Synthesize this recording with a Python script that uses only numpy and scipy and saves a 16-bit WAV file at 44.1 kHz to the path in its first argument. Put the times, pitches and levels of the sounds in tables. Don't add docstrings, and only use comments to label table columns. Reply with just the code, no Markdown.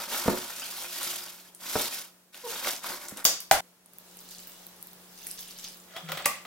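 import sys
import numpy as np
from scipy import signal
from scipy.fft import rfft, irfft
from scipy.io import wavfile

SR = 44100
rng = np.random.default_rng(int(sys.argv[2]) if len(sys.argv) > 2 else 0)


def store_pcm(level_fs):
    pcm = np.round(np.clip(level_fs, -1, 1) * 32767).astype(np.int16)
    wavfile.write(sys.argv[1], SR, np.atleast_2d(pcm).T)


N = 284974
TIME = np.arange(N) / SR
CUT_S = 3.607

# (start [s], rise [s], length [s], level [dB], easing [dB/s], rub over crunch [dB])
HAND_STROKES = [(-0.02, 0.014, 0.06, -36.5, 21.5, -9), (0.062, 0.08, 0.48, -33, 23.5, -9),
                (0.545, 0.028, 0.32, -40.5, -2, -12), (0.857, 0.12, 0.22, -36, -33, -14.5),
                (1.086, 0.021, 0.4, -35, 56.5, -12), (1.585, 0.22, 0.29, -30, 69, -12),
                (1.902, 0.028, 0.14, -35.5, 79, -12.5), (2.323, 0.026, 0.15, -48, 37, -10.5),
                (2.429, 0.069, 0.2, -38, 6, -8.5), (2.611, 0.062, 0.17, -30, 126, -9),
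                (2.812, 0.044, .13, -38, 2, -7), (2.973, 0.047, 0.16, -46, 45, -4),
                (3.157, 0.018, 0.054, -43.5, 100, -3.5)]
# (time [s], relative level [dB], pitch [Hz])
RIB_SNAPS = [(0.597, -23, 6940), (0.835, -25.5, 8200), (1.031, -16.5, 9600), (1.548, -30, 9400),
             (1.857, -20.5, 4180), (2.345, -31, 2860), (2.646, -20, 2100), (2.763, -23.5, 5560),
             (2.843, -22, 1070), (3.053, -31, 5970), (3.084, -23, 7450), (3.094, -26, 11400),
             (3.172, -23.5, 8440), (3.244, -13.5, 12900), (3.404, -20.5, 11370)]
# (time [s], relative level [dB], pitch [Hz])
WATER_DROPS = [(3.86, -40.5, 10000), (3.935, -39, 12550), (3.985, -30, 12800), (4.171, -34, 11800),
               (4.19, -35.5, 6750), (4.349, -37, 4440), (4.667, -30, 13000), (4.827, -27, 11800),
               (4.871, -32.5, 12500), (4.933, -36, 14000), (5.313, -23.5, 9400), (5.386, -35, 4540),
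               (5.509, -34.5, 4620), (5.649, -33, 3460)]
# (start [s], length [s], level [dB], bubbles over patter [dB])
WATER_GUSHES = [(3.846, 1.22, -56.5, -4), (4.14, 0.51, -51, -11.5), (4.304, 0.029, -46.5, -6.5),
                (5.07, 0.66, -45, -9), (5.375, 0.028, -45.5, 0.5), (5.622, 0.04, -47, -0.5)]
# (start [s], rise [s], length [s], level [dB])
TUB_PUSHES = [(5.867, 0.11, 0.11, -44.5), (6.04, 0.097, 0.35, -42)]
# (time [s], length [s], start pitch [Hz], end pitch [Hz], level [dB], octave [dB])
SQUEAKS = [(0.614, 0.028, 1300, 1616, -45, 4.5), (1.131, 0.32, 1390, 1387, -64, -25),
           (2.433, 0.051, 514, 426, -38, -7), (5.938, 0.042, 622, 714, -48.5, -6),
           (5.953, 0.034, 3230, 3460, -41, -25), (6.02, 0.151, 168.3, 154.3, -46.5, -35),
           (6.065, 0.082, 1325, 1460, -45, -18), (6.093, 0.05, 520, 592, -40, -11)]
# (frequency [Hz], relative level [dB])
CRUNCH_SPECTRUM = [(700, -45.5), (1200, -16.5), (2200, -7), (3200, -2), (5800, -1.5), (8600, -4),
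                   (14400, 0.5), (16000, -7.5)]
RUB_SPECTRUM = [(100, -21.5), (300, -1.5), (460, -1), (700, 3), (2200, 0.5), (3500, -26)]
SPLASH_SPECTRUM = [(600, -15), (2000, -12.5), (3200, -10), (5500, -6), (8000, -6.5), (12000, -3),
                   (16000, -2.5)]
# (time [s], relative level [dB], contact time [ms], rattle decay [ms])
BOWL_BLOWS = [(0.259, -15, 0.62, 9), (0.2805, -5, 0.43, 0.58), (0.2838, -5.5, 0.85, 0.98),
              (0.2995, -13, 0.7, 1.8), (1.7558, -11, 0.33, 0.88), (1.7612, -9, 0.53, 0.9)]
BOARD_BLOWS = [(0.256, -14, 1.8, 3.9), (0.2815, -2.5, 0.54, 1.04), (1.758, -10, 7.5, 0.58),
               (3.118, -25, 0.46, 2.5)]
CLACK_BLOWS = [(3.2518, 0, 0.021, 1.2), (3.2595, -12.5, 0.027, 2.4)]
CUP_BLOWS = [(3.512, -0.17, 0.027, 2.1)]
GLASS_BLOWS = [(6.2555, -20, 0.05, 3.2), (6.2578, -7.5, 0.011, 1.77), (6.2635, -15, 0.088, 5.9)]
TUB_BLOWS = [(5.9635, -26, 0.12, 10), (6.088, -26, 0.14, 10), (6.119, -23, 0.048, 3),
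             (6.1725, -25.5, 0.072, 7.4), (6.196, -27, 0.25, 13), (6.451, -30.5, 0.22, 7.6)]
# (frequency [Hz], relative level [dB], time to fall 60 dB [s])
BOWL_MODES = [(361.3, -4, 0.3), (587, -7.5, 0.11), (698, -8, 0.13), (885, -14, 0.2), (980, -20, 0.12),
              (1314, -7, 0.12), (1390, -0.5, 0.026), (1905, -5.5, 0.06)]
BOARD_MODES = [(207, 0.55, 0.054), (289, 1, 0.042)]
CLACK_MODES = [(720, -7.5, 0.06), (4670, 11, 0.027), (7040, 13, 0.0061), (13150, 6.5, 0.012)]
CUP_MODES = [(790, 6, 0.034), (856, -8, 0.07), (1194, -6.5, 0.077), (1367, -0.5, 0.03)]
GLASS_MODES = [(583, -7.5, 0.058), (800, -6, 0.025), (1184, 2, 0.038), (1970, 1.5, 0.014),
               (2790, -0.5, 0.01), (4680, -8, 0.017), (7200, -8, 0.019)]
TUB_MODES = [(548, -0.5, .07), (726, -1.5, 0.081), (1310, 4, .025), (1900, -1, 0.018), (3480, -4, 0.011)]
# (frequency [Hz], relative level [dB])
BOWL_CRACK = [(60, -16), (250, -2), (360, 7.5), (1500, -3.5), (3000, -12), (16000, -39)]
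BOARD_CRACK = [(30, -9.5), (90, 11), (150, 11), (260, 13.5), (600, 16), (3000, -62)]
CLACK_CRACK = [(50, -27.5), (200, -12), (570, -4.5), (2100, -8.5), (4000, -2.5), (6100, 3), (10500, -5),
               (14000, -2.5)]
CUP_CRACK = [(25, -15.5), (250, -15), (500, -9.5), (790, 9), (1000, -7), (1400, -3.5), (2700, -10.5),
             (15000, -11.5)]
GLASS_CRACK = [(35, -38), (90, -10), (200, -1.5), (420, -9.5), (2100, 6.5), (5500, 1), (8000, 7.5),
               (15000, 5.5)]
TUB_CRACK = [(60, -21), (430, -11.5), (590, 2.5), (920, -8.5), (1380, 0.5), (2700, -5.5), (3400, -1.5),
             (4800, -8), (10000, -13), (15500, -1.5)]
# (frequency [Hz], relative level [dB])
HUM_TONES = [(180, -66.5), (360, -76.5)]
AIR_SPECTRUM = [(15, -52), (25, -29), (117, -23.5), (180, -18.5), (600, -17.5), (2480, -24.5),
                (16000, -26)]
# (time [s], half width [s], depth [dB])
GAIN_DIPS = [(2.3, 0.13, -5.5), (3.8, 0.18, -8.5)]
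# (frequency [Hz], time to fall 60 dB [s])
ROOM_T60 = [(100, 0.35), (400, 0.29), (1000, 0.38), (4000, 0.41), (8000, 0.3), (16000, 0.2)]
# (frequency [Hz], correlation [-1 to 1])
MIC_CORRELATION = [(100, 0.71), (500, 0.68), (1000, 0.65), (2000, 0.069), (4000, -0.22), (8000, 0.064),
                   (16000, 0.17)]


def leaves():
    crunch_power, rub_power = np.zeros((2, N))
    for start, rise, length, db, ease_db_per_s, rub_db in HAND_STROKES:
        effort = amp(db) * gesture(start, rise, length, ease_db_per_s, release_db_per_s=180)
        crunch_power += effort ** 2
        rub_power += (effort * amp(rub_db)) ** 2
    edges = grains(1134, 19600, per_s=7000, spread_db=0, clump_db=-0.5, cycles=3.3)
    crunch = convolve(edges, click(CRUNCH_SPECTRUM))
    ribs = grains(130, 2930, per_s=1800, spread_db=0.5, clump_db=3, cycles=2.9)
    rub = unit(convolve(ribs, click(RUB_SPECTRUM)))
    rub += amp(-11.5) * unit(convolve(ribs, ringing(BOWL_MODES)))
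    catches = amp(1.5 * drift(50))
    crunch = amp(1.22) * unit(kitchen(crunch, wet_db=-4, left_db=-0.6) * catches)
    rub = amp(3) * unit(kitchen(rub, wet_db=-2.5, left_db=-1))
    tiny_squeaks = grains(1311, 5495, per_s=77, spread_db=2.5, clump_db=0, cycles=57, count=12)
    crunch += amp(-9.5) * unit(kitchen(tiny_squeaks, wet_db=1))
    return crunch * np.sqrt(crunch_power) + rub * np.sqrt(rub_power)


def snaps():
    return kitchen(ticks(RIB_SNAPS, gain_db=10, cycles=3, flurry_ms=1.8), wet_db=-1)


def bowl_on_board():
    bowl = struck(BOWL_BLOWS, BOWL_MODES, BOWL_CRACK, ring_db=-18, crack_db=12)
    board = struck(BOARD_BLOWS, BOARD_MODES, BOARD_CRACK, ring_db=-11.5, crack_db=4.5)
    return kitchen(bowl + board, wet_db=-4, left_db=-0.6, lag_samples=0)


def kitchenware():
    clack = struck(CLACK_BLOWS, CLACK_MODES, CLACK_CRACK, ring_db=-30, crack_db=14.5)
    return kitchen(clack, wet_db=-0.5, left_db=1.5, lag_samples=3)


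def cup():
    knock = struck(CUP_BLOWS, CUP_MODES, CUP_CRACK, ring_db=-25.5, crack_db=17.5)
    return kitchen(knock, wet_db=-3.5, left_db=0.3, lag_samples=2)


def water():
    spray = grains(1500, 16000, per_s=1000, spread_db=4, clump_db=2.6, cycles=7, count=40)
    patter = convolve(spray, click(SPLASH_SPECTRUM))
    bubbles = grains(2700, 6300, per_s=350, spread_db=3.2, clump_db=1.5, cycles=16, count=36)
    patter_power, bubble_power = np.zeros((2, N))
    for start, length, db, bubbles_db in WATER_GUSHES:
        flow = amp(db) * gesture(start, 0.27 * length, length, ease_db_per_s=5.5, release_db_per_s=131)
        patter_power += flow ** 2
        bubble_power += (flow * amp(bubbles_db)) ** 2
    patter = unit(kitchen(patter, wet_db=0)) * np.sqrt(patter_power)
    bubbles = unit(kitchen(bubbles, wet_db=0)) * np.sqrt(bubble_power)
    return patter + bubbles


def drops():
    return kitchen(ticks(WATER_DROPS, gain_db=13, cycles=7, flurry_ms=0.6), wet_db=-7)


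def glass():
    landing = struck(GLASS_BLOWS, GLASS_MODES, GLASS_CRACK, ring_db=-12.5, crack_db=16.5)
    return kitchen(landing, wet_db=-3.5, left_db=-0.5)


def tub():
    nudges = struck(TUB_BLOWS, TUB_MODES, TUB_CRACK, ring_db=-15, crack_db=23)
    catches = grains(388, 8800, per_s=1400, spread_db=3, clump_db=-3, cycles=14, count=24)
    scrape = convolve(catches, click(TUB_CRACK))
    push = sum(amp(db) * gesture(start, rise, length, ease_db_per_s=30, release_db_per_s=160)
               for start, rise, length, db in TUB_PUSHES)
    return kitchen(nudges, wet_db=-3) + unit(kitchen(scrape, wet_db=-0.5)) * push


def squeaks():
    out = np.zeros(N)
    unsteady = 1 + 0.025 * drift(250)
    for s, length, start_hz, end_hz, db, octave_db in SQUEAKS:
        hz = np.geomspace(start_hz, end_hz, int(length * SR))
        phase = 2 * np.pi * np.cumsum(hz * unsteady[int(s * SR):][:len(hz)]) / SR
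        tone = np.sin(phase) + amp(octave_db) * np.sin(2 * phase)
        add(out, s, amp(db) * signal.windows.tukey(len(hz), 0.4) * tone)
    return kitchen(out, wet_db=-2.5)


def background():
    air = amp(-56.5) * unit(convolve(diffuse(N), click(AIR_SPECTRUM)))
    waver = 0.13 * drift(11)
    hum = sum(amp(db) * unit(np.sin(2 * np.pi * hz * TIME + waver)) for hz, db in HUM_TONES)
    hum *= amp(drift(11))
    step_db = np.where(TIME < CUT_S, -1, 3)
    dips_db = sum(db * np.exp(-((TIME - s) / width) ** 2) for s, width, db in GAIN_DIPS)
    return (air + hum) * amp(step_db + dips_db)


def kitchen(x, wet_db, left_db=0, lag_samples=1, size=22050):
    hz, t, bands = signal.stft(diffuse(size), SR, nperseg=256)
    decay = amp(-60 * t / read(ROOM_T60, hz)[:, None])
    tail = signal.istft(bands * decay, SR, nperseg=256)[1]
    tail *= 1 - np.exp(-(np.arange(tail.shape[1]) / SR / 0.0004) ** 2)
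    response = amp(wet_db) * tail / np.linalg.norm(tail[0])
    response[0, 0] += amp(left_db / 2)
    response[1, lag_samples] += amp(-left_db / 2)
    return convolve(x, response)


def diffuse(size):
    mid, side = rfft(rng.standard_normal((2, size)))
    correlation = read(MIC_CORRELATION, np.fft.rfftfreq(size, 1 / SR))
    mid *= np.sqrt((1 + correlation) / 2)
    side *= np.sqrt((1 - correlation) / 2)
    return irfft(np.array([mid + side, mid - side]), size)


def struck(blows, modes, crack, ring_db, crack_db):
    out = np.zeros(N)
    body = amp(ring_db) * ringing(modes)
    add(body, 0, amp(crack_db) * click(crack))
    for s, db, contact_ms, rattle_ms in blows:
        rattled = signal.fftconvolve(body, flurry(rattle_ms))
        pole = np.exp(-np.pi * 1000 / (contact_ms * SR))
        add(out, s, amp(db) * signal.lfilter([1 - pole], [1, -pole], rattled))
    return out


def ringing(modes, size=13000):
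    t = np.arange(size) / SR
    return sum(amp(db - 60 * t / t60) * np.sin(2 * np.pi * hz * t) * (-1) ** k
               for k, (hz, db, t60) in enumerate(modes))


def ticks(rows, gain_db, cycles, flurry_ms):
    out = np.zeros(N)
    for s, db, hz in rows:
        ring = np.diff(grain(hz, cycles))
        ring /= np.linalg.norm(ring)
        add(out, s, amp(db + gain_db) * signal.fftconvolve(flurry(flurry_ms), ring))
    return out


def flurry(ms, size=4096):
    burst = rfft(rng.standard_normal(size) * np.exp(-np.arange(size) * 1000 / (SR * ms)))
    return irfft(burst / abs(burst))[:size // 2]


def grains(lo_hz, hi_hz, per_s, spread_db, clump_db, cycles, count=18):
    out = np.zeros(N)
    for hz in np.geomspace(lo_hz, hi_hz, count):
        sizes = amp(spread_db * np.minimum(rng.exponential(1, N), 4.5))
        arrivals = rng.random(N) < per_s / count / SR
        out += signal.oaconvolve(sizes * arrivals, grain(hz, cycles) * np.sqrt(hz))[:N]
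    return out * amp(clump_db * drift(60))


def grain(hz, cycles, size=512):
    turns = np.arange(size) * min(hz, SR / 2.5) / SR
    ring = np.sin(2 * np.pi * turns) * np.exp(-np.pi * turns / cycles)
    return ring / np.linalg.norm(ring)


def click(spectrum, size=2048):
    hz = abs(np.fft.fftfreq(size, 1 / SR))
    log_gain = np.log(amp(read(spectrum, hz)))
    pulse = np.fft.ifft(np.exp(np.conj(signal.hilbert(log_gain)))).real[:size // 2]
    return pulse / np.linalg.norm(pulse)


def gesture(start, rise, length, ease_db_per_s, release_db_per_s):
    t = TIME - start
    fall_db = ease_db_per_s * np.maximum(t - rise, 0) + release_db_per_s * np.maximum(t - length, 0)
    return np.clip(t / rise, 0, 1) * amp(-fall_db)


def drift(hz):
    slow = np.fft.rfftfreq(N, 1 / SR) < hz
    return unit(irfft(rfft(rng.standard_normal(N)) * slow, N))


def amp(db):
    return 10 ** (np.asarray(db) / 20)


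def unit(x):
    return x / np.sqrt(np.mean(x ** 2) + 1e-20)


def read(points, hz):
    point_hz, values = np.transpose(points)
    return np.interp(np.log(hz + 1), np.log(point_hz + 1), values)


def add(mix, s, sound):
    part = mix[max(round(s * SR), 0):][:len(sound)]
    part += sound[:len(part)]


def convolve(x, response):
    return signal.fftconvolve(np.atleast_2d(x), np.atleast_2d(response), axes=1)[:, :N]


def scene():
    tossing = leaves() + snaps() + bowl_on_board() + kitchenware() + cup()
    return tossing * (TIME < CUT_S) + water() + drops() + glass() + tub() + squeaks() + background()


def record(dry):
    ceiling, edge_hz = 0.8, 16150
    rounded = ceiling * np.tanh(dry / ceiling)
    lowpass = signal.firwin(511, edge_hz, window=("kaiser", 9), fs=SR)
    return signal.oaconvolve(rounded, lowpass[None], "same")


dry = scene()
out = record(dry)
store_pcm(out)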